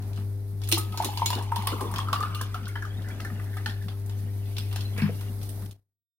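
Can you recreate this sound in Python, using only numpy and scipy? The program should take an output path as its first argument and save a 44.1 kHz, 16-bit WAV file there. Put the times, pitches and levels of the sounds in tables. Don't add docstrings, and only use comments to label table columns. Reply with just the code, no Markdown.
import sys
import numpy as np
from scipy import signal
from scipy.fft import rfft, irfft, next_fast_len
from scipy.io import wavfile
from scipy.ndimage import uniform_filter1d, map_coordinates

SR = 44100
rng = np.random.default_rng(int(sys.argv[2]) if len(sys.argv) > 2 else 0)


def transcribe(u):
    v = np.clip(np.atleast_2d(u).T, -1, 1)
    q = np.round(v * 32767).astype(np.int16)
    wavfile.write(sys.argv[1], SR, q)


N = 272538


# freq_hz, density_db
AIR_SPECTRUM = [(25, -21.5), (45, -1), (75, 3.5), (150, -1), (240, 0), (330, -7), (500, -12.5), (750, -11),
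                (1100, -19), (2000, -21), (3200, -33.5), (8000, -33), (10000, -60)]
# freq_hz, correlation (-1 to 1)
AIR_LIKENESS = [(60, 0.95), (180, 0.92), (550, 0.75), (1650, 0.042), (4970, -0.28), (15000, -0.01)]

HUM_HZ = 99.88
# multiple of HUM_HZ, left_db, right_db
HUM_OVERTONES = [(1, -2.5, -3.5), (2, -29.5, -29), (3, -31.5, -27), (4, -28.5, -23), (5, -39, -42)]
# time_s, level_db
HUM_LEVEL = [(0.0, -33.5), (0.11, -32), (2.83, -34.5), (4.91, -32), (5.62, -34.5)]
# pitch_hz, level_db
MOTOR_SHAFT = (48.66, -54.5)
# freq_hz, density_db
CASING_SPECTRUM = [(140, -83), (155, 7.5), (240, 2.5), (290, -44)]
# start_s, end_s
THUMP_RUNS = [(.192, 3.8), (3.849, 4.0), (4.243, 5.8)]
THUMP_EVERY_S, THUMP_DB, THUMP_SCATTER_DB = .3478, -37, 2

# freq_hz, density_db
FOAM_SPECTRUM = [(1760, -39), (3000, -7.5), (3580, -0.5), (4780, -0.5), (7670, -7.5), (8890, 2),
                 (13400, 2.5), (15100, -2), (16200, -5)]
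# time_s, level_db
FIZZ_LEVEL = [(0.0, -61.5), (0.59, -64), (1.16, -52), (1.48, -64), (1.78, -55.5), (2.49, -64),
              (5.18, -56.5), (5.55, -56.5)]

# time_s, level_db,
# brightness_db, body_db (lowest band only)
CRACKS = [(0.0233, -38.5, -16.5, -15), (0.1324, -41, -20, -9), (0.1615, -42, -20.5, -16),
          (0.174, -41.5, -20.5, -0.5), (0.6175, -33, -16, -5), (0.637, -36, -8, -16.5),
          (0.675, -30.5, -12.5, -15), (0.6887, -34.5, -0.5, -13), (0.7162, -18.5, -7.5, -21),
          (0.7248, -12, -7, -26.5), (0.78, -31, 7, -4.5), (0.923, -37, -7.5, -1), (0.975, -24, -12.5, -2),
          (1.023, -28.5, -7, -1), (1.0463, -22.5, -1.5, -8.5), (1.1746, -32, -3.5, -0.5),
          (1.26, -17, -9.5, -19), (1.3039, -22, -10, -5), (1.3294, -27, -13, 2), (1.3534, -30.5, -7, -3.5),
          (1.3877, -34.5, -21, -1), (1.426, -41.5, 5.5, -2), (1.5194, -43, -6.5, 11),
          (1.56, -28.5, -4.5, -1.5), (1.6233, -34, -7.5, -0.5), (1.6717, -20, -7, -7),
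          (1.8092, -34.5, 1, 2.5), (1.9144, -43.5, 0.5, 5.5), (1.9395, -34.5, -10.5, 4.5),
          (1.9602, -25, -16.5, -7.5), (1.9839, -25, -13.5, -1.5), (2.0855, -35.5, -24, 6.5),
          (2.1295, -20, -10, 2.5), (2.2048, -33.5, -8.5, 9), (2.228, -31, -12.5, 1),
          (2.3482, -32, -7.5, -4.5), (2.4134, -28.5, -3, -3), (2.5442, -33, -15, 5.5),
          (2.6554, -41, -19.5, -0.5), (2.681, -43.5, 0.5, -8), (2.7561, -33.5, -28, 1.5),
          (2.824, -38.5, -13.5, 2.5), (2.8519, -37.5, -19, -4), (3.02, -43, -7.5, -9),
          (3.086, -45.5, 0, -2), (3.2034, -35, -5, -4.5), (3.2482, -39, -3, 5), (3.398, -47.5, -10.5, 1),
          (3.4424, -52, -2.5, 1), (3.5695, -42, -7.5, 6.5), (3.6605, -27.5, -11.5, 2),
          (3.696, -34, -12, -7.5), (3.8244, -44.5, -11, -1), (3.884, -38, -18.5, -1.5),
          (4.0614, -58.5, 12, -1.5), (4.0956, -46.5, -8.5, 0), (4.1887, -46.5, -10.5, -16),
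          (4.458, -44.5, -19, -4), (4.567, -29, -15, -8.5), (4.583, -29, -10.5, -17),
          (4.7132, -40, -12.5, 6), (4.7277, -35, -11.5, -7), (4.7604, -28, -11.5, -4),
          (4.8084, -35.5, -7.5, -12), (4.979, -34, -7.5, -10), (5.019, -30.5, -34.5, -5.5),
          (5.2104, -40, -12, 0), (5.4145, -41.5, -7.5, -17), (5.4304, -40.5, -5.5, -16),
          (5.4919, -39.5, 2.5, -17.5), (5.6214, -51.5, 2.5, 10), (5.66, -43.5, -3.5, -8),
          (5.7108, -35.5, -7.5, -15)]
# four edges in freq_hz, level_db, share of the brightness (ratio), wash_t60_s
CRACK_BANDS = [(510, 720, 1670, 4000, -8, 0, 0.3), (1930, 2690, 5200, 6600, -6.5, 0.04, 0.26),
               (5100, 5100, 7200, 8200, -8, .6, 0.19), (7800, 8060, 13000, 57000, -1, 0.89, 0.18)]
# freq_hz, width_hz, level_db
GLASS_WALL = [(3100, 14, -4.5), (3490, 42, 2), (4180, 58, -2), (6760, 20, -10), (8890, 560, -8.5),
              (10000, 75, -2), (10700, 49, -1.5), (11200, 88, -8), (13400, 390, -5), (13800, 170, -8)]
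CRACK_SCATTER_DB = 3
SNAP_DB, SNAP_GROWS = 8.5, 0.23

# time_s, gurgle_db, spray_db
POUR_LEVELS = [(0.6, -75, -69), (0.87, -67, -62), (1.2, -52.5, -50), (1.37, -64.5, -61.5),
               (1.69, -41, -53.5), (2.1, -48.5, -64), (2.29, -49, -56.5), (2.47, -57.5, -60.5),
               (2.92, -64.5, -64.5), (3.77, -64, -64.5), (3.9, -81, -76), (4.5, -60, -64),
               (4.85, -66, -61.5), (5.3, -63.5, -62)]
# time_s, level_db, starting pitch_hz
BUBBLES = [(.724, -31.5, 1996), (0.773, -28.5, 1165), (.943, -33, 880), (.977, -31.5, 910),
           (1.002, -17, 872), (1.003, -25, 710), (1.037, -30, 1080), (1.088, -28.5, 830), (1.133, -38, 895),
           (1.173, -32, 925), (1.22, -14, 930), (1.259, -39, 940), (1.304, -21.5, 982), (1.33, -26.5, 926),
           (1.335, -28.5, 2870), (1.382, -28.5, 780), (1.409, -30.5, 928), (1.521, -19, 922),
           (1.565, -19.5, 943), (1.673, -21.5, 1094), (1.719, -33.5, 1080), (1.719, -38, 2900),
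           (1.806, -25, 842), (1.939, -32, 1114), (1.959, -31.5, 3110), (1.989, -27.5, 1080),
           (2.0, -33, 3190), (2.086, -22.5, 1287), (2.132, -16, 1133), (2.16, -35, 2780), (2.16, -25, 1180),
           (2.209, -19.5, 1203), (2.235, -23, 1230), (2.229, -33, 1710), (2.303, -41.5, 1270),
           (2.35, -34, 2750), (2.355, -32.5, 1203), (2.391, -40, 2920), (2.41, -29.5, 1040),
           (2.545, -25.5, 1314), (2.552, -38, 720), (2.657, -45, 3140), (2.67, -35.5, 1457),
           (2.69, -42.5, 2130), (2.755, -38, 3050), (2.756, -28, 1690), (2.759, -33, 930),
           (2.823, -29, 1685), (2.852, -38, 1230), (2.906, -46, 3180), (2.94, -48, 3400),
           (2.972, -45, 3640), (2.992, -52, 1440), (3.043, -45, 1733), (3.075, -43, 1993),
           (3.095, -40.5, 1460), (3.114, -46.5, 3270), (3.2, -36, 1280), (3.25, -30.5, 1760),
           (3.301, -39.5, 1253), (3.398, -43.5, 1190), (3.532, -42.5, 1765), (3.568, -34.5, 1247),
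           (3.575, -40, 780), (3.66, -28.5, 1765), (3.662, -41, 3430), (3.665, -34, 860),
           (3.697, -38, 1720), (3.814, -40.5, 1720), (4.761, -41, 2610), (4.853, -36.5, 4010)]
# time_s, pitch_hz
AIR_COLUMN = [(.9, 860), (1.5, 917), (2.1, 1151), (2.5, 1303), (2.8, 1606), (3.9, 1750), (4.3, 1910)]
# freq_hz, density_db
SPRAY_SPECTRUM = [(880, -30), (1500, -7), (2040, 2.5), (2420, 0.5), (3010, 3.5), (4160, -8), (4620, -5),
                  (6230, -5.5), (7520, -16), (8480, -9), (9000, -16.5), (11700, -38), (19800, -120)]
SMALL_HZ = 2000
PLOP_T60_S, PIP_T60_S = 0.045, 0.055
AFTER_DB, AFTER_GROWS, SETTLE_S = -22.5, 0.62, .11
PRICKLE_HZ, PRICKLE_DB = 3007, -4.5

# pitch_hz, level_db, t60_s
FULL_GLASS_MODES = [(1267, 1, .38)]
# time_s, level_db
GLASS_NUDGES = [(.69, -51.5), (.78, -39), (.925, -43.5)]
# pitch_hz, level_db, t60_s
GLASS_MODES = [(332.2, 0.5, 0.19), (383, -12, 0.11), (2250, -17.5, 0.07), (2820, -23.5, 0.069),
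               (3860, -6, 0.052), (4140, -9.5, 0.099), (4940, -25.5, 0.14), (6980, -1.5, 0.042)]
# time_s, level_db, upper_modes_db
ICE_CLINKS = [(.727, -24.5, -3), (.781, -35, 3), (.976, -47, 15.5), (1.046, -36, 5.5), (1.259, -48, 30)]

# time_s, level_db
AIR_POCKETS = [(1.051, -34.5), (1.358, -38), (1.384, -39.5), (1.721, -30.5), (1.81, -32), (1.85, -35),
               (2.122, -48.5), (2.198, -40), (2.408, -42.5)]
# freq_hz, density_db
GLUG_SPECTRUM = [(180, -32), (230, -1), (400, 1), (650, -13.5), (900, -34.5)]
GLUG_T60_S = 0.16

# freq_hz, density_db
GRIT_SPECTRUM = [(500, -30), (900, -1.5), (1500, 0), (2600, -1.5), (3600, -16), (6000, -30)]
SCRAPE_S, SCRAPE_DB = (4.955, 4.985, 5.065, 5.12), -45.5  # start, full, ease, end (s); level
# pitch_hz, level_db, t60_s
WORKTOP_MODES = [(157.3, -1.5, 0.3), (206, 1.5, 0.17), (244, -44, 0.097), (1635, -30, 0.054),
                 (2260, -19.5, 0.02), (2614, -29.5, 0.04), (3030, -36, 0.033)]
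# time_s, level_db, upper_modes_db
SETDOWN_BLOWS = [(4.98, -39, 27), (5.021, -20, 16), (5.056, -35.5, 14)]
# pitch_hz, level_db, t60_s
JUG_MODES = [(461, 3, 0.033), (651, -3, 0.029)]
# time_s, level_db
JUG_ROCKING = [(4.98, -32.5), (5.092, -26)]

# freq_hz, left minus right (level_db)
EAR_BALANCE = [(60, 2.5), (3000, 0.16), (8000, -1), (11000, -3), (13500, -7.5), (15500, -8.5)]
# time_s, level_db
FADE = [(5.63, 4), (5.7, -7), (5.82, -39), (6.0, -63), (6.1, -80)]
LEAD_S = .0001
ROLL_HZ, TOP_HZ = 15900, 16800


def amp(db):
    return 10 ** (np.asarray(db) / 20)


def unit(x):
    return x / np.sqrt(np.mean(x ** 2) + 1e-20)


def along(points, hz):
    f, v = np.transpose(points)
    return np.interp(np.log(hz + 1), np.log(f + 1), v)


def curves(rows):
    s, *cols = np.transpose(rows)
    return [np.interp(np.arange(N) / SR, s, c) for c in cols]


def wobble(rate):
    knots = rng.standard_normal(int(N * rate / SR) + 4)
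    return map_coordinates(knots, [np.arange(N) * rate / SR])


def filtered(x, response):
    m = next_fast_len(N + 8192)
    return irfft(rfft(x, m) * response(np.fft.rfftfreq(m, 1 / SR)), m)[..., :N]


def rush(spectrum, alike, spiky_db=0., patchy_db=0., peaks=()):
    pair = rng.standard_normal((2, N))
    if spiky_db:
        bursts = np.repeat(rng.standard_normal(N // 40 + 1), 40)[:N]
        pair = pair * amp(spiky_db * bursts)
    if patchy_db:
        z = signal.stft(pair, nperseg=512)[2]
        field = uniform_filter1d(rng.standard_normal(z.shape[1:]), size=4, axis=0)
        field = uniform_filter1d(field, size=5, axis=1)
        pair = signal.istft(z * amp(patchy_db * unit(field)), nperseg=512)[1][:, :N]

    def response(hz):
        turn = np.arccos(np.clip(along(alike, hz), -1, 1)) / 2
        ring = 0.84 + sum(amp(db) / (1 + (2 * (hz - c) / w) ** 2) for c, w, db in peaks)
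        return amp(along(spectrum, hz)) * ring * [np.cos(turn), np.sin(turn)]

    mid, side = filtered(pair, response)
    return unit(np.array([mid + side, mid - side]))


def add(track, s, sound):
    part = track[..., round(s * SR):round(s * SR) + sound.shape[-1]]
    part += sound[..., :part.shape[-1]]


def struck(blows, modes):
    track, t = np.zeros(N), np.arange(SR // 3) / SR
    for hz, level_db, t60 in modes:
        ring = amp(level_db - 60 * t / t60) * (1 - np.exp(-t / 0.0027)) * np.sin(2 * np.pi * hz * t)
        is_upper = hz > 2 * modes[0][0]
        for s, db, *upper_db in blows:
            blow_db = db + sum(upper_db) * is_upper + rng.normal(0, 1)
            add(track, s, amp(blow_db) * ring)
    return track


def bubble(hz, t60, t, climb):
    phase = 2 * np.pi * hz * (t + climb * t * t / t60)
    return amp(-60 * t / t60) * (1 - np.exp(-t / 0.0019)) * np.sin(phase)


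def swarm(middle_hz, spread, t60, count):
    length = 900
    start = (rng.random(count) * (N - length)).astype(int)
    size = rng.standard_normal((count, 2))
    hz = (middle_hz[start] * np.exp(spread * size[:, 0]))[:, None]
    t = np.arange(length)[None] / SR
    small = amp(3.2 * size[:, 1:]) * bubble(hz, t60, t, climb=0.019)
    places = start[:, None] + np.arange(length)
    return unit(np.bincount(places.ravel(), small.ravel(), N))


def room_tone():
    return amp(-51.5 + 1.9 * wobble(2.6) + 1.0 * wobble(30)) * rush(AIR_SPECTRUM, AIR_LIKENESS)


def appliance():
    t = np.arange(N) / SR
    hum = 0
    for k, left_db, right_db in HUM_OVERTONES:
        drift = amp(.5 * (k - 3.0) * wobble(6.6))
        hum = hum + amp([[left_db], [right_db]]) * drift * np.sin(2 * np.pi * k * HUM_HZ * t + k)
    hum = hum * np.sqrt(2) * amp(curves(HUM_LEVEL)[0] + 0.16 * wobble(6.2))
    shaft_hz, shaft_db = MOTOR_SHAFT
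    shaft = np.sqrt(2) * amp(shaft_db + 0.8 * wobble(5)) * np.sin(2 * np.pi * shaft_hz * t)
    swell, u = np.zeros(N), t[:SR // 5] / 0.015
    for s in np.concatenate([np.arange(*run, THUMP_EVERY_S) for run in THUMP_RUNS]):
        thump_gain = amp(rng.normal(THUMP_DB, THUMP_SCATTER_DB))
        add(swell, s - .012, thump_gain * u * np.exp(-u))
    return hum + shaft + swell * rush(CASING_SPECTRUM, [(200, 0.96)])


def foam():
    return amp(curves(FIZZ_LEVEL)[0] + 1.2 * wobble(24)) * rush(FOAM_SPECTRUM, [(5000, 0.045)], spiky_db=1.5)


def cracks():
    total, t = 0, np.arange(SR // 3) / SR
    rise = 1 - np.exp(-t / 0.0011)
    snap = rise * amp(-60 * t / 0.0055) ** 2
    chance_db = CRACK_SCATTER_DB * rng.standard_normal((len(CRACKS), len(CRACK_BANDS)))
    for band, (*edges, band_db, share, t60) in enumerate(CRACK_BANDS):
        power = np.zeros(N)
        wash = rise * (amp(-2.0 - 60 * t / 0.028) ** 2 + amp(-10.5 - 60 * t / t60) ** 2)
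        for (s, db, bright_db, body_db), own_db in zip(CRACKS, chance_db[:, band]):
            crack_db = db + band_db + share * bright_db + (band == 0) * body_db + own_db
            snap_power = amp(SNAP_DB + SNAP_GROWS * db) ** 2
            add(power, s - .0006, amp(crack_db) ** 2 * (wash + snap_power * snap))
        spectrum = list(zip(edges, (-13.5, 2.5, -1, -22.5)))
        likeness = [(1500, 0.6), (4000, 0.11), (9000, 0.23)]
        noise = rush(spectrum, likeness, spiky_db=2.0, patchy_db=3.0, peaks=GLASS_WALL)
        total += np.sqrt(power) * noise
    return total


def pour():
    gurgle_db, spray_db = curves(POUR_LEVELS)
    single, stir = np.zeros(N), amp(gurgle_db) ** 2
    t, now = np.arange(SR // 6) / SR, np.arange(N) / SR
    for s, db, hz in BUBBLES:
        if hz > SMALL_HZ:
            add(single, s, amp(db) * bubble(hz, PIP_T60_S, t, climb=0.08))
        else:
            add(single, s - .001, amp(db) * bubble(hz, PLOP_T60_S, t, climb=0.012))
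            add(stir, s, amp(AFTER_GROWS * db + AFTER_DB - 60 * t / SETTLE_S) ** 2)
    flowing = (now > POUR_LEVELS[0][0]) & (now < POUR_LEVELS[-1][0])
    column_open = now < AIR_COLUMN[-1][0]
    gurgle = column_open * np.sqrt(stir) * swarm(curves(AIR_COLUMN)[0], 0.12, 0.027, count=1500)
    prickle = amp(spray_db + PRICKLE_DB) * swarm(np.full(N, PRICKLE_HZ), 0.3, 0.016, count=1500)
    likeness = [(2000, 1.0), (6000, 0.56)]
    noise = rush(SPRAY_SPECTRUM, likeness, spiky_db=0.5, patchy_db=5.5, peaks=GLASS_WALL)
    spray = amp(spray_db + 1.1 * wobble(21)) * noise
    return single + flowing * (gurgle + prickle), flowing * spray


def neighbour_glass():
    return struck(GLASS_NUDGES, FULL_GLASS_MODES)


def ice_clinks():
    return struck(ICE_CLINKS, GLASS_MODES)


def kitchen(x):
    t = np.arange(SR // 2) / SR
    tail = rng.standard_normal((2, len(t))) * amp(-60 * t / 0.32) * (t > .004)
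    return signal.fftconvolve(x[None], tail / np.linalg.norm(tail[0]), axes=1)[:, :N]


def glugs():
    power, t = np.zeros(N), np.arange(SR // 4) / SR
    for s, db in AIR_POCKETS:
        add(power, s, (1 - np.exp(-t / 0.00463)) * amp(db - 60 * t / GLUG_T60_S) ** 2)
    return np.sqrt(power) * rush(GLUG_SPECTRUM, [(300, 0.75)])


def scrape():
    stroke = np.interp(np.arange(N) / SR, SCRAPE_S, [0, 1, 1, 0])
    grit = rush(GRIT_SPECTRUM, [(1500, .6)], spiky_db=3.0, patchy_db=2.5)
    return stroke * amp(SCRAPE_DB + 3 * wobble(60)) * grit


def jug_set_down():
    return struck(SETDOWN_BLOWS, WORKTOP_MODES) + struck(JUG_ROCKING, JUG_MODES)


def scene():
    bubbles, spray = pour()
    near = bubbles + neighbour_glass() + ice_clinks() + jug_set_down()
    glasses = near + amp(-6.0) * kitchen(near) + spray + glugs() + scrape() + cracks() + foam()

    def lead(hz):
        return np.exp(2j * np.pi * hz * LEAD_S * np.array([[.5], [-.5]]))

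    return filtered(glasses, lead) + room_tone() + appliance()


def record(dry):
    steps = np.floor(np.arange(N) * 30 / SR) / 30
    fade = amp(np.interp(steps, *np.transpose(FADE)))
    faded = dry * uniform_filter1d(fade, size=200)

    def response(hz):
        balance_db = along(EAR_BALANCE, hz) * np.array([[.5], [-.5]])
        return amp(balance_db - 26 * (hz > ROLL_HZ)) * (hz < TOP_HZ)

    return filtered(faded, response)


dry = scene()
out = record(dry)
transcribe(out)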